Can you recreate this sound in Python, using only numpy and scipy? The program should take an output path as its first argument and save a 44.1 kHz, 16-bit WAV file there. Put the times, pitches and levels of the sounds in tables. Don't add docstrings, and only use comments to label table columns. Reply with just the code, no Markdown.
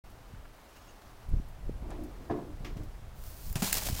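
import sys
import numpy as np
from scipy import signal
from scipy.fft import rfft, irfft, next_fast_len
from scipy.io import wavfile
from scipy.ndimage import uniform_filter1d

SR = 44100
rng = np.random.default_rng(int(sys.argv[2]) if len(sys.argv) > 2 else 0)


def wrap_up_sound(samples):
    columns = np.atleast_2d(samples).T
    tamed = np.clip(columns, -1, 1)
    steps = np.round(tamed * 32767).astype(np.int16)
    wavfile.write(sys.argv[1], SR, steps)


N = 176400
T = np.arange(N) / SR
EVENT_T = T[:SR // 2]


def amp(db):
    return 10 ** (np.asarray(db) / 20)


def unit(x):
    return x / np.sqrt(np.mean(x ** 2) + 1e-20)


def level(points):
    return amp(np.interp(T, *np.transpose(points)))


def add(mix, start_s, sound):
    part = mix[round(start_s * SR):][:len(sound)]
    part += sound[:len(part)]


def colour(x, spectrum, dull_db_oct=0):
    size = next_fast_len(len(x) + 4096)
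    octave = np.log2(np.fft.rfftfreq(size, 1 / SR) + 1)
    hz, db = np.transpose(spectrum)
    tilt_db = dull_db_oct * np.maximum(octave, np.log2(hz[0]))
    gain = amp(np.interp(octave, np.log2(hz), db) - tilt_db)
    return unit(irfft(rfft(x, size) * gain / gain.max(), size)[:len(x)])


def hump(hz):
    return [(hz / 10, -35), (hz / 2, -10), (hz, 0), (hz * 2, -16), (hz * 10, -50)]


def decay(t60_s):
    return np.exp(-np.log(1000) * EVENT_T / t60_s)


def attack(rise_s):
    return 1 - np.exp(-EVENT_T / rise_s)


def burst(spectrum, t60_s, dull_db_oct=0, rise_s=0.0003):
    noise = colour(rng.standard_normal(len(EVENT_T)), spectrum, dull_db_oct)
    return noise * attack(rise_s) * decay(t60_s)


def ring(modes, dull_db_oct=0):
    centre_hz = np.median([mode[0] for mode in modes])
    out = np.zeros(len(EVENT_T))
    for k, (hz, db, t60_s) in enumerate(modes):
        gain = (-1) ** k * amp(db - dull_db_oct * np.log2(hz / centre_hz))
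        out += gain * decay(t60_s) * np.sin(2 * np.pi * hz * EVENT_T)
    return out


def flutter(samples, depth_db):
    drift = uniform_filter1d(uniform_filter1d(rng.standard_normal(N), samples), samples)
    return amp(depth_db * unit(drift))


def crackle(per_s, spread_db):
    sizes = amp(spread_db * np.minimum(rng.exponential(1, N), 4))
    signs = rng.choice([-1, 1], N)
    return unit(sizes * signs * (rng.random(N) < per_s / SR))


# (frequency [Hz], level [dB])
TREE_SPECTRUM = [(59, -39), (100, 0.5), (163, -6.5), (266, -1), (350, -4), (433, -4.5), (492, -4.5),
                 (721, -2.5), (2470, -15), (6560, -23), (16000, -27.5)]


def trees():
    return amp(-57.5) * colour(rng.standard_normal(N), TREE_SPECTRUM) * flutter(2500, depth_db=0.5)


# (time [s], level [dB])
WIND_ENVELOPE = [(0, -46), (.27, -52.5), (.35, -43.5), (.58, -59), (1.03, -54), (1.25, -48), (1.34, -25),
                 (1.46, -45.5), (1.6, -45), (1.69, -31), (1.8, -40), (2.03, -41), (2.22, -47.5),
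                 (2.58, -44.5), (2.8, -37.5), (2.92, -45), (3.03, -44), (3.14, -45), (3.22, -42.5),
                 (3.4, -46.5), (3.5, -37), (3.62, -44.5), (3.93, -39), (4, -36.5)]
# (frequency [Hz], level [dB])
WIND_SPECTRUM = [(10, -5.5), (30, 1.5), (55, -3.5), (110, -11), (180, -20), (300, -33.5), (700, -41.5),
                 (3000, -92)]
# (time [s], peak [dB], centre [Hz])
WIND_BUFFETS = [(0.339, -37.5, 101), (1.292, -39, 71), (1.32, -30, 76.6), (1.338, -34, 162),
                (1.35, -43, 61.3), (1.371, -32, 104), (1.4, -33, 154), (1.68, -37.5, 55),
                (1.6956, -26.5, 247), (1.714, -43, 51.4), (1.827, -35.5, 116), (2.545, -34.5, 49.7),
                (2.609, -35.5, 95), (2.769, -32, 121), (2.812, -30, 75), (3.515, -29, 50),
                (3.901, -30.5, 129), (3.93, -24, 73.6)]


def wind():
    out = level(WIND_ENVELOPE) * colour(rng.standard_normal(N), WIND_SPECTRUM)
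    lead_s = 0.05
    for time_s, db, hz in WIND_BUFFETS:
        phase = 2 * np.pi * hz * (T[:SR // 10] - lead_s)
        pulse = -phase * np.exp((1 - phase ** 2) / 2)
        add(out, time_s - lead_s, amp(db) * pulse)
    return out


# (time [s], level [dB])
RUSTLE_ENVELOPE = [(0, -70), (.25, -69), (.45, -76), (.56, -68), (.76, -60), (.95, -65.5), (1.1, -64),
                   (1.35, -70), (1.7, -76), (2.2, -67), (2.8, -67.5), (3.1, -74), (4, -73)]
# (frequency [Hz], level [dB])
RUSTLE_SPECTRUM = [(300, -13), (1200, 11.5), (1900, 2.5), (3000, -2), (5500, -0.5), (9000, -9.5),
                   (16000, -6)]
# (time [s], level [dB], t60 [s], centre [Hz])
LEAF_STIRS = [(.1, -61, 0.055, 11000), (.345, -60, 0.28, 1280), (.453, -50, 0.048, 1240),
              (.69, -67, .15, 11000), (1.29, -56, .025, 11800), (1.302, -61, .02, 9000),
              (1.438, -69, .03, 14000), (1.483, -61, 0.088, 11500), (1.904, -52, 0.043, 7100),
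              (2.036, -59.5, 0.09, 11000), (3.44, -55, 0.055, 6500), (3.463, -52, .04, 7200)]


def foliage():
    friction = crackle(per_s=900, spread_db=4) + 1.6 * rng.standard_normal(N)
    out = level(RUSTLE_ENVELOPE) * colour(friction * flutter(500, depth_db=2), RUSTLE_SPECTRUM)
    for time_s, db, t60_s, hz in LEAF_STIRS:
        add(out, time_s, amp(db) * burst(hump(hz), t60_s, rise_s=0.00051))
    return out


# (time [s], length [s], pitch [Hz], level [dB])
BIRD_CALLS = [(0.743, 0.097, 6500, -71), (.75, 0.05, 2920, -64), (0.864, 0.061, 6500, -66.5),
              (.87, .05, 2830, -65), (1.36, 0.09, 5900, -74)]


def birds():
    out, t = np.zeros(N), T[:SR // 4]
    half_width_hz = 220
    for time_s, length_s, hz, db in BIRD_CALLS:
        band = [(hz / 2, -60), (hz - half_width_hz, -14), (hz, 0),
                (hz + half_width_hz, -14), (hz * 2, -60)]
        arch = np.sin(np.pi * np.minimum(t / length_s, 1))
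        add(out, time_s, amp(db) * arch * colour(rng.standard_normal(len(t)), band))
    return out


# (time [s], level [dB])
ROLL_ENVELOPE = [(0, -73), (1.65, -70), (1.88, -49), (2.03, -52), (2.17, -57.5), (2.28, -52.5), (2.42, -49),
                 (2.55, -58), (2.8, -53), (3, -71), (3.3, -96)]
# (frequency [Hz], level [dB])
BOARD_SPECTRUM = [(100, -1), (230, -0.5), (330, 1), (480, -4), (700, -7.5), (1100, -14.5), (1500, -23),
                  (3000, -37), (8000, -58), (16000, -74)]
# (time [s], gain [dB], dullness [dB/octave])
WHEEL_KNOCKS = [(1.831, -24, 7.5), (1.915, -15, -1), (1.986, -13.5, 7), (2.018, -23, 17.5),
                (2.2975, 0, 0.5), (2.309, -5.5, -3.5), (2.345, -7.5, 5.5), (2.386, -12.5, -0.5),
                (2.465, -26, 13.5), (2.648, -19.5, 7.5), (2.76, -20, 4)]
# (frequency [Hz], level re knock [dB], t60 [s])
DECK_MODES = [(238.4, -42, 0.34), (300.6, -32.5, 0.31), (349.5, -36, .22), (363, -38.5, 0.32),
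              (425, -40, 0.15), (567, -36, 0.13), (610, -40, 0.12), (686.5, -30, 0.079), (780, -38, 0.1),
              (954, -42, 0.078), (1080, -39, .1), (1700, -43, 0.072)]


def deck():
    out = level(ROLL_ENVELOPE) * colour(rng.standard_normal(N), BOARD_SPECTRUM)
    out *= flutter(700, depth_db=-2)
    rise_s = 0.0008
    for time_s, db, dull_db_oct in WHEEL_KNOCKS:
        wood = ring(DECK_MODES, dull_db_oct) * attack(rise_s)
        clatter = burst(BOARD_SPECTRUM, t60_s=0.23, dull_db_oct=dull_db_oct, rise_s=rise_s)
        add(out, time_s, amp(db) * (wood + amp(-33.5) * clatter))
    return out


# (time [s], level [dB], t60 [s], dullness [dB/octave])
BICYCLE_CLANKS = [(1.904, -49.5, 0.22, 6), (2.035, -58, 0.12, -8), (2.302, -54.5, 0.12, 2),
                  (2.646, -44.5, .22, 1), (2.769, -55, 0.11, -4.5), (2.833, -53, 0.082, -9)]
# (frequency [Hz], level [dB])
CLANK_SPECTRUM = [(200, -35), (600, -8), (1000, 1.5), (1400, -3), (2000, 0.5), (3500, -4.5), (6000, -8.5),
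                  (9000, -21), (16000, -20)]


def clanks():
    out = np.zeros(N)
    for time_s, db, t60_s, dull_db_oct in BICYCLE_CLANKS:
        add(out, time_s, amp(db) * burst(CLANK_SPECTRUM, t60_s, dull_db_oct, rise_s=0.00032))
    return out


# (time [s], level [dB])
WHIR_ENVELOPE = [(3.1, -81), (3.18, -61.5), (3.27, -52), (3.35, -55.5), (3.47, -50.5), (3.54, -55),
                 (4, -66)]
# (frequency [Hz], level [dB])
WHIR_SPECTRUM = [(400, -18), (1500, -6), (3000, -5), (4400, 1), (7000, 0.5), (10000, 0), (13000, 2),
                 (15300, 7.5), (16000, -4.5)]


def freewheel():
    pawl_hz = 443 * flutter(200, depth_db=3.5)
    teeth_passed = np.floor(np.cumsum(pawl_hz) / SR)
    ticks = np.diff(teeth_passed, prepend=0) * rng.exponential(1, N)
    return level(WHIR_ENVELOPE) * colour(0.5 * unit(ticks) + rng.standard_normal(N), WHIR_SPECTRUM)


# (time [s], level [dB], t60 [s], dullness [dB/octave])
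CHAIN_CLACKS = [(3.4997, -37.5, 0.0095, -2), (3.5275, -29.5, 0.011, -9), (3.622, -25.5, 0.0059, 7),
                (3.678, -29, 0.0086, 5), (3.7282, -12.5, 0.0097, -0.5), (3.7315, -22, 0.016, -2.5),
                (3.742, -21, 0.0078, -1.5), (3.774, -29, 0.0049, 0), (3.786, -37, .008, -9),
                (3.82, -24, 0.0047, 0), (3.8876, -28.5, 0.0095, 6)]
# (frequency [Hz], level [dB])
CLACK_SPECTRUM = [(300, -35), (800, 4), (1250, -10), (1620, 11.5), (1900, -11), (2700, 4.5), (3500, -3),
                  (5500, 3), (7200, 4.5), (9500, 1.5), (12700, 2), (15500, 6), (17000, -3)]
# (frequency [Hz], level re clack [dB], t60 [s])
FRAME_MODES = [(1630, -28, 0.033), (2110, -23, 0.024), (2700, -34, 0.046), (4965, -29, 0.11),
               (7070, -25, .15)]


def chain_slap():
    out = np.zeros(N)
    for time_s, db, t60_s, dull_db_oct in CHAIN_CLACKS:
        slap = burst(CLACK_SPECTRUM, t60_s, dull_db_oct, rise_s=0.00015)
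        add(out, time_s, amp(db) * (slap + ring(FRAME_MODES)))
    return out


# (time [s], thump [dB], pitch [Hz], t60 [s], rise [s], dirt [dB], dirt t60 [s])
TYRE_IMPACTS = [(3.5551, -23.5, 136.4, 0.061, 0.0032, -32.5, 0.14),
                (3.6212, -22, 194, 0.021, 0.014, -28.5, 0.091)]
# (frequency [Hz], level [dB])
DIRT_SPECTRUM = [(80, -7), (300, 7), (500, -4), (750, 4), (1200, -5), (2700, -4), (4000, -7.5),
                 (7500, -6.5), (11000, -12), (16000, -13.5)]
# (time [s], level [dB], t60 [s], centre [Hz])
GROUND_BUMPS = [(3.625, -22, 0.037, 250), (3.667, -38, 0.03, 740), (3.768, -40, 0.11, 443),
                (3.821, -36, 0.03, 770), (3.859, -44, .05, 220), (3.885, -42, 0.045, 644),
                (3.896, -36, 0.16, 140), (3.992, -37.5, .1, 940)]


def landing():
    out = np.zeros(N)
    for time_s, thump_db, hz, t60_s, rise_s, dirt_db, dirt_t60_s in TYRE_IMPACTS:
        envelope = (1 - np.exp(-(EVENT_T / rise_s) ** 2)) * decay(t60_s)
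        thump = envelope / envelope.max() * np.sin(2 * np.pi * hz * EVENT_T)
        add(out, time_s, amp(thump_db) * thump + amp(dirt_db) * burst(DIRT_SPECTRUM, dirt_t60_s))
    for time_s, db, t60_s, hz in GROUND_BUMPS:
        add(out, time_s, amp(db) * burst(hump(hz), t60_s, rise_s=0.0018))
    return out


# (time [s], level [dB])
CRUNCH_ENVELOPE = [(3.55, -80), (3.572, -70), (3.603, -42), (3.618, -51), (3.63, -34), (3.648, -31),
                   (3.68, -34), (3.72, -39.5), (3.748, -35.5), (3.778, -32.5), (3.808, -39.5),
                   (3.83, -38.5), (3.853, -40), (3.871, -33), (3.9, -40.5), (3.96, -43.5), (3.985, -38.5),
                   (4, -40.5)]
# (frequency [Hz], level [dB])
CRUNCH_SPECTRUM = [(150, 6), (400, 0.5), (750, 2.5), (1200, -1.5), (1800, 0.5), (2700, 1.5), (3300, 1),
                   (5000, 3), (7200, 2.5), (10500, -1), (13000, -0.5), (15400, 2.5), (16000, -7)]


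def leaf_crunch():
    snaps_and_hiss = crackle(per_s=5000, spread_db=2) + 0.56 * rng.standard_normal(N)
    clumps = snaps_and_hiss * flutter(130, depth_db=1.9)
    on_ground = T > CRUNCH_ENVELOPE[0][0]
    return level(CRUNCH_ENVELOPE) * on_ground * colour(clumps, CRUNCH_SPECTRUM)


def yard_echoes(x):
    taps_per_s, predelay_s = 1500, 0.012
    taps = rng.standard_normal(len(EVENT_T)) * (rng.random(len(EVENT_T)) < taps_per_s / SR)
    tail = colour(taps, [(100, 5), (700, 2), (4000, -6), (16000, -3.5)])
    tail *= (EVENT_T > predelay_s) * decay(t60_s=0.27)
    return signal.fftconvolve(x, tail / np.linalg.norm(tail))[:N]


def scene():
    ambience = trees() + wind() + foliage() + birds()
    far = deck() + clanks()
    near = freewheel() + chain_slap() + landing() + leaf_crunch()
    echoes = yard_echoes(amp(-13) * far + amp(-19) * near)
    return (ambience + far + near + echoes)[None]


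def record(dry):
    start_s, fade_s, cutoff_hz = 0.038, 0.0033, 16000
    opened = dry * np.clip((T - start_s) / fade_s, 0, 1)
    lowpass = signal.firwin(401, cutoff_hz, window=("kaiser", 8), fs=SR)
    return signal.oaconvolve(opened, lowpass[None], "same")


dry = scene()
out = record(dry)
wrap_up_sound(out)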